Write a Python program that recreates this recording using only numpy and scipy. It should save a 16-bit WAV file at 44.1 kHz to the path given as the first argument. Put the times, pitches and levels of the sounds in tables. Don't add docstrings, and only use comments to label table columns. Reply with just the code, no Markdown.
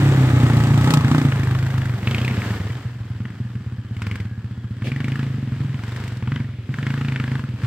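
import sys
import numpy as np
from scipy import signal
from scipy.fft import rfft, irfft, next_fast_len
from scipy.io import wavfile
from scipy.ndimage import uniform_filter1d, map_coordinates

SR = 44100
rng = np.random.default_rng(int(sys.argv[2]) if len(sys.argv) > 2 else 0)


def wrap_up_sound(samples):
    columns = np.atleast_2d(samples).T
    tamed = np.clip(columns, -1, 1)
    steps = np.round(tamed * 32767).astype(np.int16)
    wavfile.write(sys.argv[1], SR, steps)


N = 337806
TIME = np.arange(N) / SR
NEAR_M, FAR_M = 3, 8.5
CRUISE_RATE = 25


def from_db(db):
    return 10 ** (np.asarray(db) / 20)


def curve(rows, at=TIME):
    times, *columns = np.transpose(rows)
    return [np.interp(at, times, column) for column in columns]


def at_hz(points, hz):
    f, value = np.transpose(points)
    return np.interp(np.log(hz + 1), np.log(f), value)


def colour(x, spectrum, size=4096):
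    hz = np.arange(size // 2 + 1) * SR / size + 1
    ends = 1 / np.sqrt((1 + (spectrum[0][0] / hz) ** 6) * (1 + (hz / spectrum[-1][0] / 1.2) ** 8))
    cepstrum = irfft(np.log(from_db(at_hz(spectrum, hz)) * ends + 1e-5))
    cepstrum[1:size // 2] *= 2
    cepstrum[size // 2 + 1:] = 0
    response = irfft(np.exp(rfft(cepstrum)))
    return signal.fftconvolve(x, response[None] / np.linalg.norm(response), axes=-1)[:, :N]


# f/Hz, correlation
LIKENESS = [(100, 1), (300, 1), (600, 0.98), (1200, 0.89), (2500, 0.53), (5000, 0.086), (15000, 0.34)]

def stereo_noise():
    size = next_fast_len(N)
    mid, side = rfft(rng.standard_normal((2, size)))
    alike = np.clip(at_hz(LIKENESS, np.arange(len(mid)) * SR / size), 0, 1)
    sides = np.sqrt((1 + alike) / 2) * mid + np.sqrt((1 - alike) / 2) * side * [[1], [-1]]
    return irfft(sides, size)[:, :N]


def drift(per_s):
    return np.interp(TIME * per_s, np.arange(8192), rng.standard_normal(8192))


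def add(track, t, sound):
    start = int(np.clip(t * SR, 0, N - 1))
    track[start:start + len(sound)] += sound[:N - start]


# bursts of throttle, and two quieter overruns with the throttle snapped shut
# starts t/s, ends t/s, pipe sharpening by hot gas/share, boom level/dB, header level/dB,
# bark level/dB, bark f/Hz, spit level/dB, gear noise level/dB (levels relative)
SPELLS = [(-.2, 0.368, 0.15, -16, -9.5, -38, 840, -55, 2.5),
          (0.316, 0.79, .14, -16, -7.5, -28.5, 900, -43.5, 3),
          (0.79, 0.954, 0.32, -17, -6, -21, 940, -32.5, 3),
          (1.034, 1.21, 0.33, -18, -0.5, -21.5, 1060, -39, 2),
          (1.256, 1.893, 0.074, -17.5, -21.5, -27.5, 1360, -45.5, 1.5),
          (1.99, 2.28, 0.074, -17.5, -7.5, -17.5, 2640, -38.5, -2),
          (2.28, 2.59, -.02, -18.5, -4, -36, 1900, -50, -1.5),
          (2.624, 3.05, 0.031, -19.5, -17.5, -44, 1700, -66, -0.5),
          (3.151, 3.25, 0.031, -18.5, -3.5, -26.5, 1640, -56, -1.5),
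          (3.925, 4.15, -0.053, -17, -6.5, -20.5, 1800, -36, 2.5),
          (4.77, 5.222, 0.18, -15.5, -5.5, -21, 2000, -43.5, 2),
          (5.22, 5.5, 0.15, -16, -5.5, -39, 1800, -58, 0.5),
          (5.497, 5.733, .15, -14, -13, -32, 1750, -58, 2),
          (5.725, 6.132, 0.028, -19.5, -8.5, -28.5, 1630, -41.5, 4.5),
          (6.191, 6.359, 0.18, -13.5, -7.5, -17.5, 1420, -58, 1),
          (6.409, 6.605, 0.031, -20.5, -13.5, -40, 1600, -73, -6.5),
          (6.65, 7.37, 0.17, -15.5, -6.5, -18.5, 1660, -45, 3.2),
          (7.553, 7.7, 0.1, -12.5, -24, -25, 1570, -41, 8.5)]
COASTING = (0, -18.5, -8, -39.5, 1600.5, -57, -1)

def engine_state(at, rise_s=.1, fall_s=.16):
    state = np.array(COASTING, float)[:, None] + np.zeros_like(at)
    for starts, ends, *spell in SPELLS:
        held = np.clip(np.minimum((at - starts) / rise_s, 1 - (at - ends) / fall_s), 0, 1)
        state = state + held * (np.array(spell)[:, None] - state)
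    return state


def pipe(fired, force_db, tunings, modes, lead_s):
    ringing, age = np.zeros(N), np.arange(7000) / SR
    hz, width, weight = np.transpose(modes)[:, :, None]
    fading = weight * np.exp(-np.pi * width * age)
    for t, force, tuning in zip(fired, from_db(force_db), tunings):
        add(ringing, t - lead_s, force * (fading * np.sin(2 * np.pi * tuning * hz * age)).sum(axis=0))
    power = uniform_filter1d(uniform_filter1d(ringing ** 2, size=5000), size=5000)
    return ringing / np.sqrt(np.abs(power) + 1e-9)


# f/Hz, width/Hz, signed strength
SILENCER_MODES = [(66, 33, 0.29), (100.6, 31, 1.17), (138.7, 13.2, -2)]
HEADER_MODES = [(205.7, 34, -2.2), (238.4, 12, 0.042), (276, 35, 0.37), (400, 100, 0.067)]
# t/s, further factor on its mode frequencies
HEADER_TUNING = [(0, 1.47), (.3, 1.35), (.55, 1.136)]

def boom(fired, rate, pop_db, cold_tuning=0.8395, hunting_rate=19.2, hunting_span=4.5):
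    force_luck, header_luck, tuning_luck = rng.standard_normal((3, len(fired)))
    hunting = np.clip(1 - abs(np.interp(fired, TIME, rate) - hunting_rate) / hunting_span, 0, 1)
    force_db = pop_db + (1.5 + 3 * hunting) * force_luck
    sharpening = engine_state(fired)[0]
    tuning = cold_tuning * (1 + sharpening) * (1 + 0.055 * hunting * tuning_luck)
    header_tuning = tuning * curve(HEADER_TUNING, fired)[0]
    silencer = pipe(fired, force_db, tuning, SILENCER_MODES, lead_s=0.00075)
    header = pipe(fired, force_db + 0.5 * header_luck, header_tuning, HEADER_MODES, lead_s=0.0004)
    _, boom_db, header_db, *_ = engine_state(TIME)
    gain = from_db(boom_db) * np.sqrt(rate / CRUISE_RATE)
    return gain * (from_db(0.87) * silencer + from_db(header_db - 1.54) * header + rumble())


# f/Hz, relative level/dB
RUMBLE_SPECTRUM = [(20, -20), (38, -42), (55, -20.5), (80, -5.5), (125, -7.5), (180, -7.5), (280, -13),
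                   (400, -28), (700, -59)]

def rumble():
    return from_db(-11.5) * colour(stereo_noise(), RUMBLE_SPECTRUM)


def bite(fired, peak_db=3.5, fade_s=0.093):
    starts = np.sort([row[0] for row in SPELLS])
    since = fired - starts[np.maximum(np.searchsorted(starts, fired) - 1, 0)]
    return peak_db * np.exp(-abs(since / fade_s))


# f/Hz, relative level/dB
BARK_SPECTRUM = [(200, -26), (480, 5), (650, -6), (880, 1.5), (1250, 0.5), (1900, -0.5), (3000, -0.5),
                 (4200, -11.5), (6000, -17.5), (9000, -28)]

def bark(fired, pop_db, uneven_db=1.8, puff_s=0.0035, shock_s=0.000072, width_hz=600):
    rings, fronts, age = np.zeros(N), np.zeros(N), np.arange(700) / SR
    bark_db, ring_hz = engine_state(fired)[3:5]
    level_db = bark_db + bite(fired) + pop_db + uneven_db * rng.standard_normal(len(fired)) - 12.5
    pitches = ring_hz * (1 + 0.14 * rng.standard_normal(len(fired)))
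    envelope = np.exp(-age / puff_s) * (1 - np.exp(-age / 0.000088))
    shock = np.exp(-((age - .0008) / shock_s) ** 2)
    wake = 0.58 * np.exp(-((age - .0011) / 0.00034) ** 2)
    radius = np.exp(-np.pi * width_hz / SR)
    zeros = np.array([1, 0, -1]) * (1 - radius ** 2) / 2
    for t, db, hz in zip(fired, level_db, pitches):
        puff = rng.standard_normal(len(age)) * envelope
        poles = [1, -2 * radius * np.cos(2 * np.pi * hz / SR), radius ** 2]
        ring = signal.lfilter(zeros, poles, puff) + 0.17 * puff
        add(rings, t - .0002, from_db(db) * ring / np.sqrt(np.mean(ring ** 2)))
        add(fronts, t, -3.4 * from_db(db - 2.5) * (shock + wake))
    return colour(rings[None], BARK_SPECTRUM) + fronts


# f/Hz, relative level/dB
SPIT_SPECTRUM = [(3000, 9), (5000, 2.5), (6500, -3), (8100, 0), (9500, -10.5), (11500, -8), (13700, -9.5),
                 (16000, -17)]

def spit(fired, fade_s=0.0074, uneven_db=2):
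    strength = from_db(uneven_db * rng.standard_normal(len(fired)))
    latest = np.maximum(np.searchsorted(fired, TIME) - 1, 0)
    puffs = strength[latest] * np.exp(-abs(TIME - fired[latest]) / fade_s)
    spit_db = engine_state(TIME)[5]
    return colour(stereo_noise() * puffs * from_db(spit_db + 9), SPIT_SPECTRUM)


def woods(x, t60_s=0.47, first_s=0.0049, echoes_per_s=900, size=26000):
    age = np.arange(size) / SR
    echoes = rng.standard_normal((3, size)) * (rng.random((3, size)) < echoes_per_s / SR)
    echoes *= from_db(-60 * age / t60_s) * (age > first_s) * (1 + 2 * np.exp(-age / 0.0026))
    response = echoes[:2] + echoes[2]
    response /= np.linalg.norm(response, axis=1, keepdims=True)
    return signal.fftconvolve(x, response, axes=-1)[:, :N]


# t/s, extra boom level/dB, extra bark level/dB
POPS = [(.908, -2.5, 4), (1.047, 4, 2), (1.112, 2, 5), (1.323, 1, 8), (2.074, 0, 5), (2.378, 9.5, 1),
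        (2.421, 0, 12.5), (2.706, 8, 11), (3.0, 10, -4), (3.1, 10, -4), (3.205, 9, -3.5), (3.553, 7, 3),
        (3.788, 3, 0), (4.253, 4, 1.5)]

def exhaust(rate, cycle, jitter_s=.00015):
    fired = np.interp(np.arange(.5, cycle[-1]), cycle, TIME)
    fired += jitter_s * rng.standard_normal(len(fired))
    pop_db = np.zeros((len(fired), 2))
    for t, *extra_db in POPS:
        pop_db[np.argmin(abs(fired - t))] = extra_db
    booms = boom(fired, rate, pop_db[:, 0])
    barks = bark(fired, pop_db[:, 1])
    return booms + barks + spit(fired) + from_db(-9.5) * woods(barks)


# f/Hz, relative level/dB
CLATTER_NEAR = [(180, -16), (300, -7), (393, -12), (504, -16.5), (835, -17.5), (1030, -21), (1220, -17.5),
                (1320, -20.5), (1880, -19), (2620, -26), (3680, -27.5), (5000, -41), (6500, -92),
                (11000, -120)]
CLATTER_FAR = [(220, -5.5), (350, -0.5), (480, 0.5), (600, -6.5), (780, -5.5), (1100, -4), (1700, -1),
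               (2300, -8.5), (3100, -8.5), (4000, -14.5), (5000, -16), (6500, -31)]
HISS_SPECTRUM = [(3000, -16), (4500, -1), (6300, -2), (8200, -0.5), (9500, -13), (11000, -9.5),
                 (13500, -7.5), (16000, -12)]
# t/s, extra level/dB
WHEELSPIN = [(1.9, -0.5), (2.1, 8), (2.3, 4), (2.45, 13), (2.7, 7.5), (2.95, 0.5)]

def running_gear(rate, distance, clatter_loss_db_per_m=0.67, hiss_loss_db_per_m=0.57):
    effort_db = .5 * (rate - CRUISE_RATE) + engine_state(TIME)[-1] + curve(WHEELSPIN)[0]
    beyond_m = distance - NEAR_M
    close = np.clip(1 - beyond_m / (FAR_M - NEAR_M), 0, 1)
    grain = from_db(2.5 * drift(450))
    near = np.sqrt(close) * colour(stereo_noise() * grain, CLATTER_NEAR)
    far = np.sqrt(1 - close) * colour(stereo_noise() * grain, CLATTER_FAR)
    clatter = from_db(-33.5 - clatter_loss_db_per_m * beyond_m) * (near + far)
    hiss = colour(stereo_noise() * from_db(2 * drift(600)), HISS_SPECTRUM)
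    hiss *= from_db(-48.5 - hiss_loss_db_per_m * beyond_m)
    return from_db(effort_db) * (clatter + hiss)


# t/s, level/dB
GUARD_SHAKE = [(0, -53), (.4, -36), (.7, -43), (.92, -29), (1.05, -49), (1.4, -48), (1.8, -77)]

def guard():
    shaken = stereo_noise() * from_db(curve(GUARD_SHAKE)[0])
    return colour(shaken, [(700, -22), (805, -9.5), (835, 9), (865, -6), (1050, -17),
                           (1250, -18), (1290, 10), (1330, -22), (1550, -33)])


# t/s, f/Hz, relative level/dB
GEAR_WHINE = [(2.5, 3310, -55), (2.75, 3070, -40), (3.0, 3050, -74), (3.5, 3200, -69), (3.9, 3040, -49),
              (4.3, 3170, -75), (4.55, 3330, -52), (4.78, 3200, -55), (4.9, 3230, -70)]

def gear_whine(cycle, swing=0.026, waver=0.0132, chirp_db=5):
    hz, db = curve(GEAR_WHINE)
    hz *= 1 + swing * np.sin(2 * np.pi * (cycle - .6)) + waver * drift(400)
    gain = from_db(db - 11.5 + chirp_db * np.cos(2 * np.pi * cycle))
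    return gain * np.sin(2 * np.pi * np.cumsum(hz) / SR)


# t/s, f/Hz, level/dB
BELT_SQUEAL = [(3.9, 1713, -68), (4.13, 1650, -52), (4.2, 1620, -50), (4.26, 1656, -60), (4.33, 1640, -48),
               (4.4, 1700, -58), (4.48, 1680, -70)]

def belt_squeal():
    hz, db = curve(BELT_SQUEAL)
    hz *= 1 + 0.0162 * drift(300)
    return from_db(db + 3.4 * drift(170)) * np.sin(2 * np.pi * np.cumsum(hz) / SR)


# t/s, level/dB
DRIVE_SCRAPE = [(4.825, -74), (4.845, -36.5), (4.872, -33), (4.89, -35), (4.92, -51)]

def drive_scrape(teeth_hz=210, depth_db=4):
    teeth = from_db(curve(DRIVE_SCRAPE)[0] + depth_db * np.sin(2 * np.pi * teeth_hz * TIME))
    spectrum = [(250, 16.5), (700, 4), (1300, -29), (2200, 5), (3500, -1), (6000, -15), (15000, -24)]
    return colour(stereo_noise() * teeth, spectrum)


# t/s, firing rate/Hz
FIRING_RATE = [(0.0, 35.1), (0.36, 30.5), (0.77, 28.2), (0.88, 33.0), (1.02, 25.9), (1.09, 30.5),
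               (1.46, 25.8), (1.84, 26.3), (2.01, 20.6), (2.1, 26.8), (2.31, 33.3), (2.38, 24.8),
               (2.6, 19.8), (3.46, 20.2), (3.84, 15.1), (4.15, 23.5), (4.31, 15.3), (4.66, 14.9),
               (5.07, 26.3), (5.24, 27.9), (5.46, 21.1), (5.61, 24.7), (5.7, 19.7), (6.03, 26.7),
               (6.2, 17.7), (6.35, 24.9), (6.6, 19.2), (6.69, 19.0), (6.89, 27.5), (7.05, 27.9),
               (7.2, 24.9), (7.35, 26.8), (7.45, 19.7), (7.66, 21.4)]
# t/s, distance from the microphone/m
PATH = [(0, 2.85), (1.1, 2.79), (1.6, 4.02), (2.6, 6.15), (3.0, 7.8), (3.8, 8.27), (7.66, 8.27)]

def scene(near_lag_samples=4.8):
    rate, = curve(FIRING_RATE)
    distance, = curve(PATH)
    nearness = NEAR_M / distance
    cycle = .475 + np.cumsum(rate) / SR
    quad = nearness * (exhaust(rate, cycle) + running_gear(rate, distance))
    quad += guard() + gear_whine(cycle) + belt_squeal() + drive_scrape()
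    left_at = np.arange(N) - near_lag_samples * nearness
    left = map_coordinates(quad[0], [left_at], order=3, mode="nearest")
    return np.array([left, quad[1]])


# f/Hz, left minus right level/dB
PORT_BALANCE = [(100, -.2), (400, 0), (1000, .4), (2200, 1.7), (4400, -.3), (8000, -.2), (13000, -2.4)]

def record(dry, low_cut_hz=45, high_cut_hz=15850):
    size = next_fast_len(N + 4096)
    lean_db = at_hz(PORT_BALANCE, np.arange(size // 2 + 1) * SR / size)
    heard = irfft(rfft(dry, size) * from_db(lean_db * [[.5], [-.5]]), size)[:, :N]
    thin = signal.sosfilt(signal.butter(2, low_cut_hz, "high", fs=SR, output="sos"), heard)
    return signal.sosfilt(signal.ellip(10, .2, 80, high_cut_hz, fs=SR, output="sos"), thin)


dry = scene()
out = record(dry)
wrap_up_sound(out)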